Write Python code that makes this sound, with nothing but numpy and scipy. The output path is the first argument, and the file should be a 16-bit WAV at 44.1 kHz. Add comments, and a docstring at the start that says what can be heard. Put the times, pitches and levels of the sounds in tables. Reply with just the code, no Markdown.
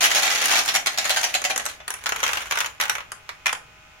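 """Glass marbles clatter down a plastic tower, drop into a pegged tray and bounce across it.
Each contact is a snap and a short crack plus the ring of the plastic; knocks in the tower also
sound the struck piece and the hollow tube. Marbles click together, rolling rumbles the floor, and
the last one drops into a cup. A small room answers. The little geared motor of the marble lift
hums underneath and is left alone at the end."""
import sys
import numpy as np
from scipy import signal
from scipy.fft import rfft, irfft
from scipy.io import wavfile

SR = 44100
rng = np.random.default_rng(int(sys.argv[2]) if len(sys.argv) > 2 else 0)


def wav_out(sig):
    """Save sig, one row per channel (or a flat mono array), as 16-bit PCM at SR to the path in sys.argv[1]."""
    wavfile.write(sys.argv[1], SR, np.round(np.clip(np.atleast_2d(sig).T, -1, 1) * 32767).astype(np.int16))


N = 176400
EDGE_HZ = 16300  # top of the sound's range
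TOWER_DB, GLASS_DB, TRAY_DB = 23.5, 18, 24.5  # faders, added to the levels of the hits
BRIGHT_PER_DB, USUAL_KNOCK_DB = 0.76, -15.5  # softer knocks are duller


def amp(db):
    """Decibels to gain."""
    return 10 ** (np.asarray(db) / 20)


def unit(x):
    """Scales to rms 1."""
    return x / np.sqrt(np.mean(x ** 2) + 1e-20)


def read(points, hz):
    """Reads a table on a log-frequency axis."""
    f, value = np.transpose(points)
    return np.interp(np.log(hz + 1), np.log(f), value)


def add(mix, s, sound):
    """Mixes a stereo sound in at s seconds."""
    part = mix[:, max(round(s * SR), 0):][:, :sound.shape[1]]
    part += sound[:, :part.shape[1]]


# stereo width, narrow in the bass: (frequency [Hz], side minus mid [dB])
STEREO_WIDTH = [(100, -9.5), (400, -10), (1100, -0.5), (16000, 1.5)]
def coloured(x, colour, modes=(), treble_db=0, spot_db=0):
    """Shapes a mid and side pair with an EQ curve, resonances and a treble tilt; returns left and right."""
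    n = x.shape[1]
    hz = np.fft.rfftfreq(n, 1 / SR)
    shelf = hz ** 3 / (hz ** 3 + 4170 ** 3)  # half way up at 4170 Hz
    knots = np.arange(0, SR, 384)  # each spot struck has its own peaks and dips, 384 Hz wide
    ripple = np.clip(rng.standard_normal(512), -2, 1)[:len(knots)]
    spot = np.interp(hz, knots, ripple) * (.5 + shelf)
    db = read(colour, hz) + treble_db * (shelf - .3) + spot_db * spot
    for f, width, peak_db in modes:
        db = db + peak_db / (1 + (2 * (hz - f) / width) ** 2)
    cepstrum = irfft(np.log(amp(db)), n)
    cepstrum[1:n // 2] *= 2  # minimum phase keeps the attack sharp
    cepstrum[n // 2 + 1:] = 0
    mid, side = rfft(x) * np.exp(rfft(cepstrum))
    side = side * amp(read(STEREO_WIDTH, hz))
    return irfft(np.array([mid + side, mid - side]), n)


# ring of thin plastic: (frequency [Hz], T60 before ring_scale [s])
PLASTIC_DECAY = [(300, 0.094), (1500, 0.078), (5000, 0.062), (15000, 0.027)]
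def plastic(ring_scale, count=320, size=6144):
    """The dense dying modes of one moulded part, as sines and cosines."""
    low, high = np.sqrt(120), np.sqrt(EDGE_HZ)
    hz = (low + (high - low) * (np.arange(count) + rng.random(count)) / count) ** 2
    t = np.arange(size) / SR
    decay = np.log(1000) / (ring_scale * read(PLASTIC_DECAY, hz))
    waves = np.exp((2j * np.pi * hz - decay)[:, None] * t) * hz[:, None] ** .25
    return np.vstack([waves.real, waves.imag]).astype(np.float32)


def contact(body, crack_s, ring_db, snap_db=-7.5):
    """Glass touches a hard part: a snap, a brief crack, and the modes excited at a random spot."""
    age = np.arange(body.shape[1]) / SR / crack_s
    crack = unit(age * np.exp(-age) * rng.standard_normal((2, len(age))))
    mode_signs = rng.choice([-1, 1], (2, len(body))).astype(np.float32)
    ring = unit((mode_signs @ body) * (1 - np.exp(-age)))
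    impulse = np.arange(len(age)) == np.argmax(age >= 1)  # at the crest of the crack
    snap = unit(np.outer([1, rng.uniform(-1.1, 1)], impulse))
    return amp(snap_db) * snap + crack + amp(ring_db) * ring


def blow(x, db, colour, modes, treble_db):
    """Colours a contact and sets its energy."""
    x = coloured(x, colour, modes, treble_db, spot_db=4)
    return amp(db) * unit(x) / np.sqrt(x.shape[1])


def rattle(curve, per_s, colour, modes, spread_db, count=14):
    """Random small contacts of marbles on plastic, riding a level curve."""
    body, out = plastic(ring_scale=1.0), np.zeros((2, N))
    for _ in range(count):
        onsets = rng.random(N) < per_s / count / SR
        strength = amp(spread_db * np.minimum(rng.exponential(1, N), 3))
        tick = blow(contact(body, crack_s=0.00074, ring_db=1.0), 0, colour, modes, 0)
        out += signal.oaconvolve((onsets * strength)[None], tick, axes=1)[:, :N]
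    return unit(out) * amp(np.interp(np.arange(N) / SR, *np.transpose(curve), right=-np.inf))


# reverb time, longest in the bass: (frequency [Hz], T60 [s])
ROOM_DECAY = [(150, 0.76), (700, 0.3), (4000, 0.2), (15000, 0.25)]
def room(x, wet_db=-6, air_hz=11900, build_s=0.0036, size=24000, count=3):
    """Dense reflections of a small room; crossfading tails shift the pattern, as moving marbles would."""
    out = np.zeros((2, N))
    for k in range(count):
        taps = rng.choice([-1., 1.], (2, size)) * (rng.random((2, size)) < 4000 / SR)
        hz, t, spectrum = signal.stft(taps, SR, nperseg=256)
        spectrum = spectrum * amp(-60 * t / read(ROOM_DECAY, hz)[:, None])
        spectrum /= np.hypot(1, (hz / air_hz) ** 2)[:, None]
        tail = signal.istft(spectrum, SR, nperseg=256)[1][:, :size]
        tail *= np.minimum(np.arange(size) / SR / build_s, 1) ** 2
        send = np.cos(np.pi * (3 * np.arange(N) / SR + k / count)) * np.sqrt(2 / count)
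        out += signal.oaconvolve(x * send, unit(tail) / np.sqrt(size), axes=1)[:, :N]
    return amp(wet_db) * out


# whine of the gears: (frequency [Hz], level before tone_gain_db [dB])
GEAR_TONES = [(624.5, -67), (780.6, -70), (855.9, -66.5), (1012, -71), (1247, -65), (1340, -68),
              (1481, -64.5), (2186, -67), (2493, -64.5)]
# gear hiss over the rumble of the room: (frequency [Hz], gain [dB])
HISS_EQ = [(30, -10.5), (60, -5), (150, -11.5), (230, -20.5), (700, -22), (2700, -16), (4100, -28),
           (7100, -28.5), (7900, -38), (16000, -41)]
def lift_motor(tone_gain_db=2, hiss_db=-51, shaft_hz=156, waver=.0012):
    """The lift's geared motor: wavering tones, and hiss that pulses with the shaft."""
    t, tones = np.arange(N) / SR, np.zeros((2, N))
    drift_hz = np.geomspace(.5, 14, 20)
    drift = unit(sum(np.sin(2 * np.pi * (f * t + rng.random())) / np.sqrt(f) for f in drift_hz))
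    clock = np.cumsum(1 + waver * drift) / SR
    for hz, db in GEAR_TONES:
        phase = rng.random() + np.array([[0], [rng.uniform(-0.34, 0.32)]])
        tones += np.sqrt(2) * amp(db + tone_gain_db) * np.sin(2 * np.pi * (hz * clock + phase))
    hiss = rng.standard_normal((2, N)) * (1 + 0.12 * np.cos(2 * np.pi * shaft_hz * clock))
    return tones + amp(hiss_db) * unit(coloured(hiss, HISS_EQ))


# swell of marbles rolling in the tray: (time [s], level [dB])
ROLL_SWELL = [(1.82, -68), (1.92, -40), (2.02, -48.5), (2.12, -41), (2.35, -30), (2.62, -47.5), (2.9, -65),
              (3.5, -59)]
def floorboards(hz=59, q=6.3, db=-64):
    """Marbles rolling over the tray make the wooden floor under it rumble softly."""
    weight = np.sqrt(amp(np.interp(np.arange(N) / SR, *np.transpose(ROLL_SWELL))))
    rumble = signal.lfilter(*signal.iirpeak(hz, q, SR), weight * rng.standard_normal(N))
    return amp(db) * unit(rumble)


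def tray_rolling():
    """Rolling marbles tick quickly and unevenly over the tray."""
    return rattle(ROLL_SWELL, per_s=430, colour=TRAY_EQ, modes=TRAY_RESONANCES, spread_db=5.0)


# chatter of small contacts in the tower: (time [s], level [dB])
RATTLE_SWELL = [(0, -22.5), (.2, -24.5), (.58, -22.5), (.64, -33), (.72, -27.5), (.83, -47), (.93, -38),
                (1.13, -28), (1.3, -35.5), (1.55, -59), (1.7, -32.5), (1.8, -68)]
def tower_rattle():
    """Marbles chatter lightly against the tower on their way down."""
    return rattle(RATTLE_SWELL, per_s=210, colour=TOWER_EQ, modes=TOWER_RESONANCES, spread_db=1.6)


# landing and bounces in the cup: (time [s], level [dB])
CUP_HITS = [(3.458, -16), (3.466, -14.5), (3.479, -22.5), (3.492, -21.5), (3.549, -31)]
# the small cup lacks bass and rings high: (frequency [Hz], width [Hz], gain [dB])
CUP_RESONANCES = [(433, 270, -7.5), (2410, 330, 5), (3420, 220, 7)]
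def cup():
    """The last marble drops into the cup at the foot of the lift and settles."""
    out, body = np.zeros((2, N)), plastic(ring_scale=0.49)
    for s, db in CUP_HITS:
        treble_db = BRIGHT_PER_DB * (db - USUAL_KNOCK_DB)
        bounce = contact(body, crack_s=0.0014, ring_db=1.5)
        add(out, s, blow(bounce, TRAY_DB + db, TRAY_EQ, CUP_RESONANCES, treble_db))
    return out


# marble against marble: (time [s], level [dB], treble tilt [dB])
GLASS_HITS = [(.456, -12, 25), (0.635, -25, 11), (0.658, -17.5, 3), (.862, -18, -4), (.870, -18, 6),
              (1.104, -21, -2), (1.213, -18.5, 1), (1.417, -20, -6), (1.501, -15, -9), (1.560, -13.5, -4.5),
              (1.577, -12.5, 5), (1.654, -18.5, 4), (1.662, -14.5, -2), (1.879, -17.5, -2), (1.904, -17, 2),
              (1.939, -20.5, 0.5), (2.038, -26.5, -2), (2.121, -12, -14), (3.118, -21, -2.5),
              (3.528, -14, -1.5)]
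# tone of glass on glass: (frequency [Hz], gain [dB])
GLASS_EQ = [(100, -41), (400, -8.5), (700, -5), (1500, 0.5), (3000, -7), (4500, -12), (6700, -1.5),
            (8100, -8.5), (10000, -5), (16000, -23.5)]
def glass():
    """Marbles collide in hard bright clicks that barely ring the track."""
    out, body = np.zeros((2, N)), plastic(ring_scale=0.64)
    for s, db, treble_db in GLASS_HITS:
        click = contact(body, crack_s=0.0011, ring_db=-1.0)
        add(out, s, blow(click, GLASS_DB + db, GLASS_EQ, (), treble_db))
    return out


# hits on the pegs and rim: (time [s], level [dB], treble tilt [dB])
PEG_HITS = [(2.059, -20, -1), (2.066, -20, 0), (2.091, -20, 6), (2.161, -23.5, 1.5), (2.203, -26.5, 5),
            (2.230, -17.5, 0.5), (2.237, -15.5, -0.5), (2.264, -19, 0), (2.278, -22.5, 3), (2.291, -20, -3),
            (2.332, -19, 3.5), (2.371, -20.5, -7), (2.51, -18, 2.5), (2.522, -18.5, -2), (2.555, -22.5, -1),
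            (2.573, -18, -2.5), (2.587, -21.5, 9), (2.604, -17, 7.5), (2.611, -22.5, -8), (2.645, -24, -2),
            (2.66, -23.5, 5), (2.800, -18, -6), (2.811, -16, 3.5), (2.824, -22.5, -3), (2.837, -22.5, 2),
            (2.854, -25, -2), (2.881, -30, -2), (2.896, -14, 5.5), (2.952, -22.5, -6), (2.982, -28, -7),
            (3.005, -30.5, -14), (3.291, -26.5, -4.5)]
# tone of the tray, shared by the cup: (frequency [Hz], gain [dB])
TRAY_EQ = [(100, -27), (280, -22.5), (450, -12), (600, -9.5), (900, -5), (1400, -0.5), (2300, -0.5),
           (3300, -4.5), (4700, -12.5), (6800, -7.5), (8100, -20), (9800, -15), (16000, -21.5)]
# strongest resonances of the tray: (frequency [Hz], width [Hz], gain [dB])
TRAY_RESONANCES = [(856, 63, 4.2), (1315, 59, 2.8), (1482, 42, 4.6)]
def tray():
    """Marbles strike the pegs and rim, and the shallow tray clacks hollowly."""
    out, body = np.zeros((2, N)), plastic(ring_scale=0.85)
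    for s, db, treble_db in PEG_HITS:
        clack = contact(body, crack_s=0.00083, ring_db=0.5)
        add(out, s, blow(clack, TRAY_DB + db, TRAY_EQ, TRAY_RESONANCES, treble_db))
    return out


def tube_note(s, db, start_hz=798, fall_hz_per_s=95.7, growth_db_per_s=7.5, t60=0.059, size=6144):
    """Three close modes of the hollow tube, lower and stronger as the marbles near its foot."""
    t = np.arange(size) / SR
    hz = (start_hz - fall_hz_per_s * s) * (1 + 0.1274 * rng.uniform(-0.99, 1, (3, 1, 1)))
    modes = np.sin(2 * np.pi * hz * t + rng.standard_normal((3, 2, 1)) / 2).sum(0)
    note = modes * (1 - np.exp(-start_hz * t)) * amp(-60 * t / t60)
    return amp(db + growth_db_per_s * s) * unit(note) / np.sqrt(size)


def piece_note(hz, db, t60=0.052, size=6144):
    """A struck piece of the tower rings with a clear note of its own."""
    t = np.arange(size) / SR
    tone = np.sin(2 * np.pi * (hz * t + rng.random((2, 1)) / 2))
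    note = tone * (1 - np.exp(-hz * t / 2)) * amp(-60 * t / t60)
    return amp(db) * unit(note) / np.sqrt(size)


# knocks down the tower: (time [s], level [dB], note of the piece struck [Hz])
TOWER_HITS = [(.039, -11, 3130), (.055, -10.5, 1960), (.114, -14.5, 1950), (.156, -12, 5310),
              (.168, -17.5, 4120), (.231, -13.5, 4370), (.277, -16, 2000), (.313, -16, 2010),
              (.424, -17, 2010), (.455, -16.5, 2830), (.513, -17, 3220), (.531, -16.5, 2720),
              (.554, -14, 2360), (.590, -13, 5550), (.687, -13.5, 5630), (.750, -13.5, 5650),
              (.759, -13, 5680), (.869, -13, 4170), (.984, -14, 6810), (1.052, -16.5, 6840),
              (1.103, -12.5, 4060), (1.170, -14, 1560), (1.240, -13, 5730), (1.349, -12.5, 4060),
              (1.449, -14, 2670), (1.506, -17.5, 2420), (1.596, -24, 1640), (1.802, -36.5, 3470)]
# tone of the tower: (frequency [Hz], gain [dB])
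TOWER_EQ = [(100, -26), (250, -17), (450, -12.5), (650, -3.5), (1000, -6), (2000, 1.5), (3200, -1.5),
            (4800, -5.5), (7000, -3), (7900, -14), (10200, -10.5), (16000, -19)]
# resonances of the tower: (frequency [Hz], width [Hz], gain [dB])
TOWER_RESONANCES = [(753, 60, 7), (851, 22, 3), (1790, 380, -0.5)]
def tower(glance_s=0.009, glance_db=-4.5, rebound_s=.007, rebound_db=-6):
    """Each marble glances off the tube wall, knocks and rebounds on one spot; hard knocks glance harder."""
    out, body = np.zeros((2, N)), plastic(ring_scale=0.98)
    for s, db, hz in TOWER_HITS:
        level_db = TOWER_DB + db
        bright_db = BRIGHT_PER_DB * (db - USUAL_KNOCK_DB)
        rebound_at = glance_s + rebound_s * rng.uniform(.8, 1.2)
        touches = np.zeros((2, body.shape[1]))
        for delay, touch_db in [(0, glance_db + bright_db), (glance_s, 0), (rebound_at, rebound_db)]:
            add(touches, delay, amp(touch_db) * contact(body, crack_s=0.0012, ring_db=4))
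        add(out, s - glance_s, blow(touches, level_db, TOWER_EQ, TOWER_RESONANCES, bright_db))
        add(out, s, tube_note(s, level_db - 23) + piece_note(hz, level_db - 9.5))
    return out


def scene():
    """The tower stands further off than the tray, so more of it comes by way of the room."""
    far = tower() + tower_rattle()
    near = tray() + cup() + glass() + tray_rolling()
    return far + near + room(far + amp(-2) * near) + lift_motor() + floorboards()


def record(dry):
    """A steep low-pass takes the very top off the mix."""
    lowpass = signal.firwin(511, EDGE_HZ, window=("kaiser", 9), fs=SR)
    return signal.oaconvolve(dry, lowpass[None], "same")


dry = scene()
out = record(dry)
wav_out(out)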